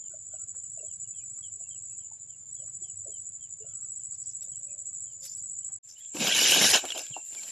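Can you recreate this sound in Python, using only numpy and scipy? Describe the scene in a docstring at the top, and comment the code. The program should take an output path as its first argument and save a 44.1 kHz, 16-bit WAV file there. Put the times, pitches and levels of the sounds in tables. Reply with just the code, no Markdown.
"""Wire trap in a cicada thicket

Cicadas drone from buckling tymbals over a muddy thicket; a far engine throbs and birds chirp,
while a man nearby knocks and brushes his gear. After a short silence we are close to a wire trap
dragged through the leaves: the mesh scrapes and rings, the frame bumps and twigs snap."""
import sys
import numpy as np
from scipy import signal
from scipy.fft import rfft, irfft, next_fast_len
from scipy.io import wavfile
from scipy.ndimage import uniform_filter1d, map_coordinates

SR = 44100
rng = np.random.default_rng(int(sys.argv[2]) if len(sys.argv) > 2 else 0)


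def log_audio(samples):
    """Write samples as a 16-bit WAV file to the path given in sys.argv[1]."""
    # one column per channel
    frames = np.atleast_2d(samples).T
    # limit to full scale, then quantise
    limited = np.clip(frames, -1, 1)
    pcm = np.round(limited * 32767).astype(np.int16)
    wavfile.write(sys.argv[1], SR, pcm)


N = 331191
GAP_START_S, GAP_END_S = 5.787, 5.827  # silence between the wide scene and the close one

# tone of scraping mesh (frequency [Hz], level [dB])
SCRAPE_TONE = [(760, -79), (1300, -41), (1460, -8), (1660, -2.5), (1790, -17), (1920, -14), (2030, -33),
               (2190, -2.5), (2970, 1.5), (3450, -6), (4030, -2), (4390, -5.5), (5020, -3), (6960, 0.5),
               (8400, -19), (10900, -81), (18500, -120)]
# tone of rustling leaves (frequency [Hz], level [dB])
LEAF_TONE = [(4710, -11), (8000, -8.5), (9570, -3.5), (11000, -4.5), (12600, -6), (13400, -22.5)]
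# stereo image of airy sounds (frequency [Hz], left-right likeness [0-1])
AIR_IMAGE = [(100, 1), (400, 0.98), (1200, 0.68), (6000, 0.54)]
# stereo image of friction sounds (frequency [Hz], left-right likeness [0-1])
DRAG_IMAGE = [(3000, 1), (4500, 0.98), (7300, 0.5), (13000, 0.45)]


def amp(db):
    """Gain of a level in dB."""
    return 10 ** (np.asarray(db) / 20)


def unit(x):
    """x at rms 1."""
    return x / np.sqrt(np.mean(x ** 2) + 1e-20)


def along(points, hz):
    """Reads (frequency, value) points on a log axis."""
    freqs, values = np.transpose(points)
    return np.interp(np.log(hz + 1), np.log(freqs + 1), values)


def curves(rows, outside=None):
    """An automation curve for each column after the time."""
    times, *columns = np.transpose(rows)
    return np.array([np.interp(np.arange(N) / SR, times, c, outside, outside) for c in columns])


def wobble(rate):
    """A smooth random curve, rate knots a second."""
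    return map_coordinates(rng.standard_normal(int(N * rate / SR) + 4), [np.arange(N) * rate / SR])


def filtered(x, response):
    """x through an EQ whose gain is a function of frequency."""
    size = next_fast_len(N + SR // 2)
    return irfft(rfft(x, size) * response(np.fft.rfftfreq(size, 1 / SR)), size)[..., :N]


def add(track, s, sound):
    """Mixes a short sound in at time s."""
    part = track[round(s * SR):][:len(sound)]
    part += sound[:len(part)]


def rush(tone, image, grain_db):
    """Stereo noise of rms 1, lumped into grains by a fast random gain."""
    pair = rng.standard_normal((2, N)) * amp(grain_db * (wobble(400) + wobble(45)))
    angle = lambda hz: np.arccos(np.clip(along(image, hz), -1, 1)) / 2
    mid, side = filtered(pair, lambda hz: amp(along(tone, hz)) * [np.cos(angle(hz)), np.sin(angle(hz))])
    return unit(np.array([mid + side, mid - side]))


def patchy(x, depth_db):
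    """Random patches of gain in time and frequency, as when contact points keep changing; rms 1."""
    spectrum = signal.stft(x, nperseg=256)[2]
    field = rng.standard_normal(spectrum.shape[1:])
    field = uniform_filter1d(uniform_filter1d(field, 3, 0), 9, 1)
    return unit(signal.istft(spectrum * amp(depth_db * unit(field)), nperseg=256)[1][:, :N])


def scatter(x, t60):
    """Diffuse echoes from the foliage."""
    t = np.arange(SR // 4) / SR
    tail = rng.standard_normal(len(t)) * amp(-60 * t / t60)
    return signal.fftconvolve(x, tail / np.linalg.norm(tail))[:N]


def plucks(modes, count, t60):
    """Random short rings, each on one mode of the object, in runs that favour a mode; rms 1."""
    hz, width, db = np.transpose(modes)
    when, pick, detune, size = rng.random((count, 4)).T
    favoured = rng.random(N // 1500 + 1)[(when * N // 1500).astype(int)]
    mode = (np.where(pick < .4, favoured, pick / .6 % 1) * len(hz)).astype(int)
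    t = np.arange(SR // 30) / SR
    pitch = hz[mode] + (width[mode] + 120) * (detune - .5)
    attack = 1 - np.exp(-t / .00015)
    decay = amp(db[mode, None] + 9 * size[:, None] ** 3 - 60 * t / t60)
    rings = attack * decay * np.sin(2 * np.pi * np.outer(pitch, t))
    samples = (when * N).astype(int)[:, None] + np.arange(len(t))
    return unit(np.bincount(samples.ravel(), rings.ravel())[:N])


def strokes(rows, rise_db_per_s, fall_db_per_s):
    """An envelope for each level column: every (time, hold, levels...) row rises, holds and falls."""
    t = np.arange(N) / SR
    rise = lambda s: amp(-rise_db_per_s * np.clip(s - t, 0, 1))
    fall = lambda s: amp(-fall_db_per_s * np.clip(t - s, 0, 1))
    return sum(np.outer(amp(db), rise(s) * fall(s + hold)) for s, hold, *db in rows)


def cicada_chorus():
    """Many cicadas blur into one band; in the wide scene it throbs with the nearest of them."""
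    # swell of the chorus (time [s], level [dB])
    swell = [(0.0, -44.5), (0.81, -42.5), (1.4, -43.5), (1.99, -44), (2.42, -47), (2.93, -43.5),
             (4.54, -46.5), (4.98, -42.5), (5.37, -42), (5.75, -45), (5.96, -51), (6.09, -41),
             (6.55, -35.5), (6.76, -38), (7.17, -42.5), (7.51, -39.5)]
    # chorus tone in the wide scene (frequency [Hz], level [dB])
    wide_tone = [(3650, -69), (6200, -37), (6320, -37), (6420, -29.5), (6640, -7.5), (6740, -13),
                 (6850, -5), (6880, 5.5), (6920, 5), (7100, 12.5), (7420, 7), (7500, -23.5), (7600, -4),
                 (9880, -38.5), (16700, -120)]
    # chorus tone in the close scene (frequency [Hz], level [dB])
    close_tone = [(3530, -59), (6000, -23), (6930, -7), (7040, 10.5), (7400, 9.5), (7790, 2), (8020, -16),
                  (8280, -7.5), (8450, -29), (8600, -63), (11200, -40), (18900, -120)]
    # pace of the throb (time [s], beats so far [count])
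    beats = [(.03, 0), (3.743, 43), (4.93, 57), (7.61, 88)]
    # voices that stand out (frequency [Hz], width [Hz], level [dB])
    singers = [(6890, 16, 1.5), (7165, 6.2, 0), (7140, 21, -4.5)]
    t = np.arange(N) / SR
    beat = np.interp(t, *np.transpose(beats))
    pause = np.cos(np.pi * (beat + .037)) ** 4  # the singer rests briefly in every beat
    throb = amp(-7.5 * (1 + .3 * wobble(3)) * pause + 2.5 * np.cos(2 * np.pi * 8 * beat))
    voices = lambda f: 1 + sum(amp(db) / (1 + (2 * (f - hz) / width) ** 2) for hz, width, db in singers)
    wide = unit(throb) * unit(filtered(rush(wide_tone, [(7000, 1.0)], grain_db=-.37), voices))
    close = rush(close_tone, [(7000, .97)], grain_db=.6)
    return amp(curves(swell)[0]) * np.where(t < GAP_START_S, wide, close)


def far_engine():
    """Firings throb through a low rumble, fainter in the close scene."""
    # tone of the rumble (frequency [Hz], level [dB])
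    tone = [(12, -57.5), (20, -19), (27, -36), (48, -32.5), (61, -16), (73, -3.5), (102, 4.5), (135, -0.5),
            (232, -16), (330, -26), (430, -48), (730, -120)]
    t, firing_hz = np.arange(N) / SR, 20.3
    throb = amp(3.5 * np.cos(2 * np.pi * firing_hz * t + .5 * wobble(2)) + .8 * wobble(3))
    level_db = np.where(t < GAP_START_S, -65, -75.5)
    return amp(level_db) * unit(throb) * rush(tone, AIR_IMAGE, grain_db=-.55)


def air():
    """A soft bed of hiss, a little lower in the close scene."""
    # tone of the hiss (frequency [Hz], level [dB])
    tone = [(120, -35.5), (200, -5), (323, -8), (670, -10.5), (923, -14), (2340, -16.5), (3050, -17),
            (4320, -21.5), (5070, -14), (6130, -18.5), (6500, -2.5), (8450, -46), (14300, -120)]
    level_db = np.where(np.arange(N) / SR < GAP_START_S, -71.5, -74.5)
    return amp(level_db) * patchy(rush(tone, AIR_IMAGE, grain_db=0), 1.5)


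def birds():
    """Gliding whistles; far high voices turn husky in the bushes, hoots and close calls stay clearer."""
    # two-note calls (time [s], level [dB])
    pairs = [(0.028, -64.5), (0.3135, -63.5), (0.5974, -68), (0.87, -58), (1.151, -54.5), (1.4254, -54.5),
             (1.711, -57), (1.999, -62), (2.2883, -63), (2.572, -55.5), (2.8441, -54), (3.1218, -54.5),
             (3.412, -60), (3.69, -66), (3.986, -70), (4.249, -74), (4.518, -64.5), (5.072, -60.5)]
    # notes of that call (delay [s], length [s], start pitch [Hz], end pitch [Hz], level [dB])
    pair_notes = [(0, .05, 3354, 3053, -7), (0.035, 0.036, 3146, 2810, -8)]
    # close falling squeals (time [s], level [dB])
    squeals = [(6.958, -37), (7.126, -37.5)]
    # parts of a squeal (delay [s], length [s], start pitch [Hz], end pitch [Hz], level [dB])
    slide = [(-.015, 0.027, 3350, 3330, -17), (0, 0.021, 3330, 2740, -4), (0.011, .045, 2750, 2730, -8.5),
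             (0.035, 0.061, 2730, 2720, -17)]
    # single chirps and hoots (time [s], length [s], start pitch [Hz], end pitch [Hz], level [dB])
    chirps = [(0.103, 0.05, 1500, 1418, -67.5), (0.312, 0.057, 1456, 1437, -67),
              (0.386, 0.063, 1360, 1390, -69), (0.783, 0.051, 2770, 2690, -71),
              (1.044, 0.036, 2900, 2840, -64.5), (1.124, .05, 2560, 2670, -74),
              (1.193, 0.052, 2480, 2430, -70), (1.63, 0.054, 2860, 2680, -70),
              (1.901, 0.05, 2700, 2570, -67.5), (2.18, 0.044, 4170, 3700, -68),
              (2.453, 0.086, 4020, 3820, -78), (3.604, 0.071, 2880, 2795, -69),
              (3.624, 0.27, 1412, 1300, -74), (4.413, 0.039, 3600, 3590, -65), (4.595, 0.26, 572, 590, -61),
              (4.676, 0.065, 2620, 2440, -68), (5.044, 0.048, 593, 591, -69.5),
              (5.173, 0.09, 563, 520, -67), (5.591, 0.12, 2880, 3330, -77.5), (5.696, 0.039, 800, 783, -66),
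              (5.959, 0.022, 2940, 2980, -53), (6, .03, 3200, 3510, -55.5), (6.025, 0.063, 3300, 3390, -58),
              (7.196, 0.17, 2720, 2760, -66), (7.126, 0.065, 4100, 4200, -60),
              (7.371, 0.029, 2440, 2230, -46.5)]
    far, close = np.zeros((2, N))
    waver, husk_db = .012 * wobble(110), 5.5 * wobble(220)
    keys = 1 + .011 * rng.standard_normal(len(pairs))
    notes = [(s + delay - .01, length, from_hz * key, to_hz * key, db + note_db)
             for (s, db), key in zip(pairs, keys)
             for delay, length, from_hz, to_hz, note_db in pair_notes]
    notes += [(s + delay, length, from_hz, to_hz, db + note_db)
              for s, db in squeals for delay, length, from_hz, to_hz, note_db in slide]
    for s, length, from_hz, to_hz, db in notes + chirps:
        rough = 1 if from_hz > 2000 and s < GAP_START_S else .45
        progress = np.arange(round(length * SR)) / (length * SR)
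        span = slice(round(s * SR), round(s * SR) + len(progress))
        pitch = (from_hz + (to_hz - from_hz) * progress) * (1 + rough * waver[span])
        envelope = amp(db + rough * husk_db[span]) * np.sin(np.pi * progress) ** .52
        add(far if s < GAP_START_S else close, s, envelope * np.sin(2 * np.pi * np.cumsum(pitch) / SR))
    return amp(-3) * far + amp(-4.5) * scatter(far, .13) + close + amp(-10) * scatter(close, .1)


def near_cicada():
    """In each chirp, buckling ribs pulse the two tymbal modes; a phrase ends slower and fainter."""
    # song phrases; the lead-in tilts the balance of a chirp's pulses (start [s], tires [s], end [s],
    # level [dB], tired level [dB], lead-in [dB], tired lead-in [dB])
    phrases = [(.09, .09, .239, -39, -50.5, -5, -8.5), (.314, 2.034, 2.336, -43.5, -56, -4, -1.5),
               (2.5, 3.317, 3.639, -43, -51, -8.5, -3.5), (3.724, 5.067, 5.22, -41.5, -55.5, -1, -1),
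               (5.337, 5.782, 5.782, -41.5, -44, -1.5, -0.5)]
    # rib buckles in a chirp, the last row the ringing between them
    # (delay [s], width [s], upper mode [dB], lower mode [dB], lead-in weight [factor])
    buckles = [(.014, .0015, -10, 2.5, -0.6), (0.022, 0.0015, -2.5, -10.5, 0.9),
               (.0275, .0013, -14.5, -2.5, -1.5), (.031, .0013, -2, -21.5, -0.2),
               (.036, 0.0014, -8, 4.5, 6), (.048, 0.001, -1, -7, -0.2), (.052, 0.00092, -5, -17, 0.13),
               (.055, 0.0014, -5, -12.5, 1.1), (0.039, 0.009, -13, -37, 0.5)]
    # tymbal resonance (frequency [Hz], level [dB])
    tymbal = [(7200, -36), (7500, 0.5), (7700, -6), (7900, -0.5), (8000, -13), (8300, -19.5), (8500, -63)]
    modes_hz, chirp_step_s, tired_step_s = (7822, 7655), .0745, .077
    sag_db_per_s, ease_s = 1, .03
    paced = lambda a, b, step, last: np.linspace(a, b, round((b - a) / step) + last, endpoint=last)
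    starts, levels = [], []
    for start, tires, end, db, tired_db, lead, tired_lead in phrases:
        starts += [*paced(start, tires, chirp_step_s, False), *paced(tires, end, tired_step_s, True)]
        eased = tires + ease_s
        levels += [(start, db, lead), (tires, db - sag_db_per_s * (tires - start), tired_lead),
                   (eased, tired_db, tired_lead), (max(end, eased), tired_db, tired_lead)]
    level_db, lead_db = curves(levels)
    t, song = np.arange(N) / SR, np.zeros(N)
    upper, lower = [np.sin(2 * np.pi * (hz * t + np.cumsum(12 * wobble(30)) / SR)) for hz in modes_hz]
    pulse_t = np.arange(-SR // 30, SR // 30) / SR
    for delay, width, upper_db, lower_db, weight in buckles:
        gate, pulse = np.zeros(N), np.exp(-.5 * (pulse_t / width) ** 2)
        for s, (slip, size) in zip(starts, rng.standard_normal((len(starts), 2))):
            add(gate, s + delay + pulse_t[0] + .00033 * slip, amp(1.2 * size) * pulse)
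        ring = amp(upper_db) * upper + amp(lower_db + 2.3 * lead_db) * lower
        song += amp(weight * lead_db) * gate * ring
    song = filtered(song, lambda hz: amp(along(tymbal, hz)))
    return amp(level_db) * unit(song + amp(-4) * scatter(song, .09)) * (t < GAP_START_S)


def knocks():
    """A hollow body thumps at its own pitch with a rough cluster of modes."""
    # knocks on the gear (time [s], level [dB], pitch [Hz], 60 dB decay [s])
    hits = [(.1, -59.5, 357, 0.13), (.134, -45.5, 624, 0.085), (0.333, -45, 622, 0.068),
            (0.544, -57, 495, 0.12), (.768, -45.5, 597, 0.11), (.8, -49.5, 469, 0.088),
            (.826, -43, 610, 0.1), (.83, -52, 427, 0.08), (1.549, -61, 400, 0.095),
            (1.602, -48, 593, 0.053), (2.112, -54, 868, 0.06), (2.59, -57.5, 533, 0.16),
            (2.62, -56.5, 625, 0.1), (2.81, -55, 363, 0.15), (2.82, -63, 747, 0.14),
            (3.046, -44.5, 567, 0.17), (3.079, -41.5, 423, 0.08), (3.6, -46, 440, 0.14),
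            (3.635, -49.5, 605, 0.13), (4.415, -58, 605, 0.13), (4.469, -55.5, 520, 0.087),
            (6.149, -28, 320, 0.032), (6.84, -32, 730, 0.03), (6.955, -30, 659, 0.068),
            (7.104, -44, 136, 0.067), (7.165, -27, 802, 0.02)]
    track, t = np.zeros(N), np.arange(SR // 4) / SR
    for (s, db, hz, t60), spread in zip(hits, rng.standard_normal((len(hits), 3))):
        cluster = np.sin(2 * np.pi * hz * np.outer(1 + .09 * spread, t)).sum(0)
        ring = np.sin(2 * np.pi * hz * t) + .6 * cluster
        attack = 1 - np.exp(-(t / (.08 * t60)) ** 2)  # the longer the ring, the softer the blow
        add(track, s, attack * amp(db - 60 * t / t60) * ring)
    return track + amp(-8) * scatter(track, .11)


def taps():
    """Dry taps: short puffs of midrange noise."""
    # taps on the gear (time [s], level [dB])
    hits = [(0.544, -49.5), (1.38, -53), (2.678, -51), (4.121, -53), (5.686, -51)]
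    centre_hz, width_hz, t60 = 1150, 900, .12
    puffs, t = np.zeros(N), np.arange(SR // 4) / SR
    for s, db in hits:
        add(puffs, s, amp(db - 60 * t / t60) * rng.standard_normal(len(t)))
    bandpass = lambda f: 1j * f * width_hz / (centre_hz ** 2 - f * f + 1j * f * width_hz)
    return filtered(puffs, lambda f: bandpass(f) ** 2)


def cloth():
    """Sleeves and netting brush past in short squeaky swishes."""
    # cloth strokes (time [s], hold [s], swish [dB], hiss [dB])
    brushes = [(.93, .018, -70.5, -100), (2.866, 0.0089, -75, -99), (4.02, 0.024, -72, -100),
               (4.135, 0.029, -64, -97), (4.235, 0.09, -63, -100), (4.425, 0.011, -63, -53.5),
               (5.11, .02, -69, -66), (5.23, .025, -48, -52.5), (5.275, 0.05, -52.5, -55),
               (5.37, 0.016, -63.5, -66), (5.895, 0.016, -50, -61), (5.985, 0.0065, -80, -58.5),
               (6.085, 0.0091, -80, -70), (6.99, 0.018, -41, -46), (7.17, 0.009, -78, -55.5),
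               (7.245, .02, -81, -54.5)]
    # tone of a swish (frequency [Hz], level [dB])
    swish_tone = [(1470, -65), (2500, -15), (3110, -54.5), (3710, -14), (4120, -20.5), (5500, 7),
                  (6600, 8.5), (8580, -45), (14500, -120)]
    # squeak modes (frequency [Hz], width [Hz], level [dB])
    modes = [(3620, 220, -12), (4893, 480, 1.5), (5200, 250, -1), (6260, 350, -6)]
    swish, hiss = strokes(brushes, rise_db_per_s=800, fall_db_per_s=480)
    squeaks = plucks(modes, count=1500, t60=.045)
    rub = rush(swish_tone, AIR_IMAGE, grain_db=3.5) + amp(-5.5) * squeaks
    rustle = rush(LEAF_TONE, DRAG_IMAGE, grain_db=4)
    return swish * rub + hiss * filtered(rustle, lambda hz: 1 / (1 + (2500 / (hz + 1)) ** 2))


def trap():
    """The wire frame scrapes and bumps through leaves, which pluck its wires."""
    # the trap on the move (time [s], drag on the mesh [dB], stirred leaves [dB])
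    drag = [(5.82, -80, -100), (5.84, -77.5, -71), (6.012, -67.5, -77), (6.12, -72, -91),
            (6.148, -61.5, -49.5), (6.234, -30.5, -39), (6.346, -26.5, -39.5), (6.374, -25.5, -30.5),
            (6.482, -25.5, -28.5), (6.62, -25, -30), (6.705, -26, -25.5), (6.732, -35, -32.5),
            (6.784, -46, -40), (6.826, -45.5, -54.5), (7.014, -50, -54.5), (7.1, -58.5, -65),
            (7.25, -73, -71), (7.334, -60, -54.5), (7.51, -54, -53)]
    # the frame hits stems and mud (time [s], hold [s], bump [dB], thud [dB], mesh shake [dB])
    jolts = [(6.148, .04, -45, -45, -55), (6.2, .05, -39, -42.5, -35.5), (6.272, 0.0089, -45, -33.5, -25.5),
             (6.517, 0.018, -57, -36.5, -27), (6.565, 0.045, -39, -33, -37),
             (6.615, 0.04, -37.5, -38.5, -22.5), (6.736, 0.024, -52, -29.5, -20),
             (6.835, 0.017, -80, -41, -54), (6.95, 0.055, -81, -47.5, -55), (7.103, 0.0091, -62, -62, -64),
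             (7.165, 0.011, -82, -57, -62), (7.31, 0.21, -72, -69.5, -70)]
    # modes of the mesh (frequency [Hz], width [Hz], level [dB])
    wire_modes = [(1575, 61, -15.5), (1935, 210, -1.5), (3026, 410, 7), (3755, 170, 0), (5030, 200, 1),
                  (5560, 37, 2), (6796, 92, -0.5)]
    # deep bump of the frame (frequency [Hz], level [dB])
    bump_tone = [(40, -62), (70, -31), (120, -11), (160, -0.5), (230, 1.5), (300, -2.5), (380, -38)]
    # midrange thud of the frame (frequency [Hz], level [dB])
    thud_tone = [(160, -45), (280, 0), (587, 2), (677, 1.5), (1160, -7.5), (1280, -9), (1400, -8),
                 (1820, -18), (3080, -120)]
    split_hz = 4200  # the mesh scrapes below, fine wire and twigs rasp above
    drag_db, leaves_db = curves(drag, outside=-140)
    bump, thud, shake = strokes(jolts, rise_db_per_s=2100, fall_db_per_s=560)
    bump += amp(2 * drag_db)  # the deep bump swings wider than the drag
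    thud += amp(drag_db - 15)
    scrape = np.hypot(amp(drag_db), shake)
    leaves = np.hypot(amp(leaves_db), amp(-12) * shake)
    rasp = amp(1.5) * np.sqrt(scrape * leaves)
    mesh = patchy(rush(SCRAPE_TONE, DRAG_IMAGE, grain_db=1.4), 2.2)
    mesh += amp(-5) * plucks(wire_modes, count=3000, t60=.045)
    coarse = unit(filtered(mesh, lambda hz: hz < split_hz))
    fine = unit(filtered(mesh, lambda hz: hz >= split_hz))
    frame = bump * rush(bump_tone, DRAG_IMAGE, grain_db=1.5)
    frame += thud * patchy(rush(thud_tone, DRAG_IMAGE, grain_db=3), 1.46)
    foliage = leaves * patchy(rush(LEAF_TONE, DRAG_IMAGE, grain_db=-1.5), 5.3)
    return frame + scrape * coarse + rasp * fine + foliage


def snaps():
    """Twigs and wire snap: a sharp crack with a brief, unsteady ring."""
    # single snaps (time [s], level [dB], pitch [Hz], treble [dB])
    hits = [(5.898, -48, 4700, -37), (6.0478, -40, 3250, -39), (6.1688, -25, 2680, -23),
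            (6.2045, -17.5, 2610, -27), (6.22, -17, 2560, -34), (6.272, -12.5, 3190, -49),
            (6.322, -8.5, 3260, -45), (6.3906, -13.5, 2910, -14), (6.4411, -8.5, 3040, -25),
            (6.5206, -5, 2975, -35), (6.539, -10, 2920, -33), (6.739, -6, 5180, -24),
            (6.8534, -36.5, 2970, -1), (6.8877, -25, 3040, -27), (6.9037, -16, 3330, -35),
            (6.9205, -16.5, 2860, -29), (6.978, -25, 3410, -14), (6.9928, -33.5, 2780, -6),
            (7.0654, -30.5, 3310, -20), (7.3499, -37.5, 3320, -14), (7.433, -32.5, 4290, -15)]
    body, treble = np.zeros((2, N))
    t, crack_t60, ring_t60 = np.arange(SR // 20) / SR, .012, .038
    attack = 1 - np.exp(-t / .00056)
    for s, db, hz, treble_db in hits:
        crack = amp(db - 60 * t / crack_t60) * rng.standard_normal(len(t))
        phase = 2 * np.pi * hz * t + np.cumsum(rng.normal(0, .085, len(t)))
        ring = attack * amp(db - 6 - 60 * t / ring_t60) * np.sin(phase)
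        add(body, s, amp(.58 * treble_db + 9) * crack + ring)
        add(treble, s, amp(treble_db + 11) * crack)
    body = filtered(body, lambda hz: amp(.24 * along(SCRAPE_TONE, hz)))
    return body + filtered(treble, lambda hz: amp(along(LEAF_TONE, hz)))


def scene():
    """The mix: a steep low-pass on cicadas, engine and hiss; a low cut on knocks, taps, trap and snaps."""
    low_pass_hz, low_cut_hz = 8330, 65
    bed = near_cicada() + cicada_chorus() + far_engine() + air()
    bed = filtered(bed, lambda hz: np.clip((low_pass_hz - hz) / 80, 0, 1))
    handled = filtered(knocks() + taps() + trap() + snaps(),
                       lambda hz: 1 / (1 + (low_cut_hz / (hz + 1)) ** 4))
    return bed + birds() + cloth() + handled


def record(dry):
    """A short mute parts the two scenes, and a steep low-pass trims the highest treble."""
    t, top_hz = np.arange(N) / SR, 13350
    mute = np.interp(t, [GAP_START_S - .001, GAP_START_S, GAP_END_S, GAP_END_S + .029], [1, 0, 0, 1])
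    return filtered(dry * mute, lambda hz: np.clip((top_hz - hz) / 200, 0, 1))


dry = scene()
out = record(dry)
log_audio(out)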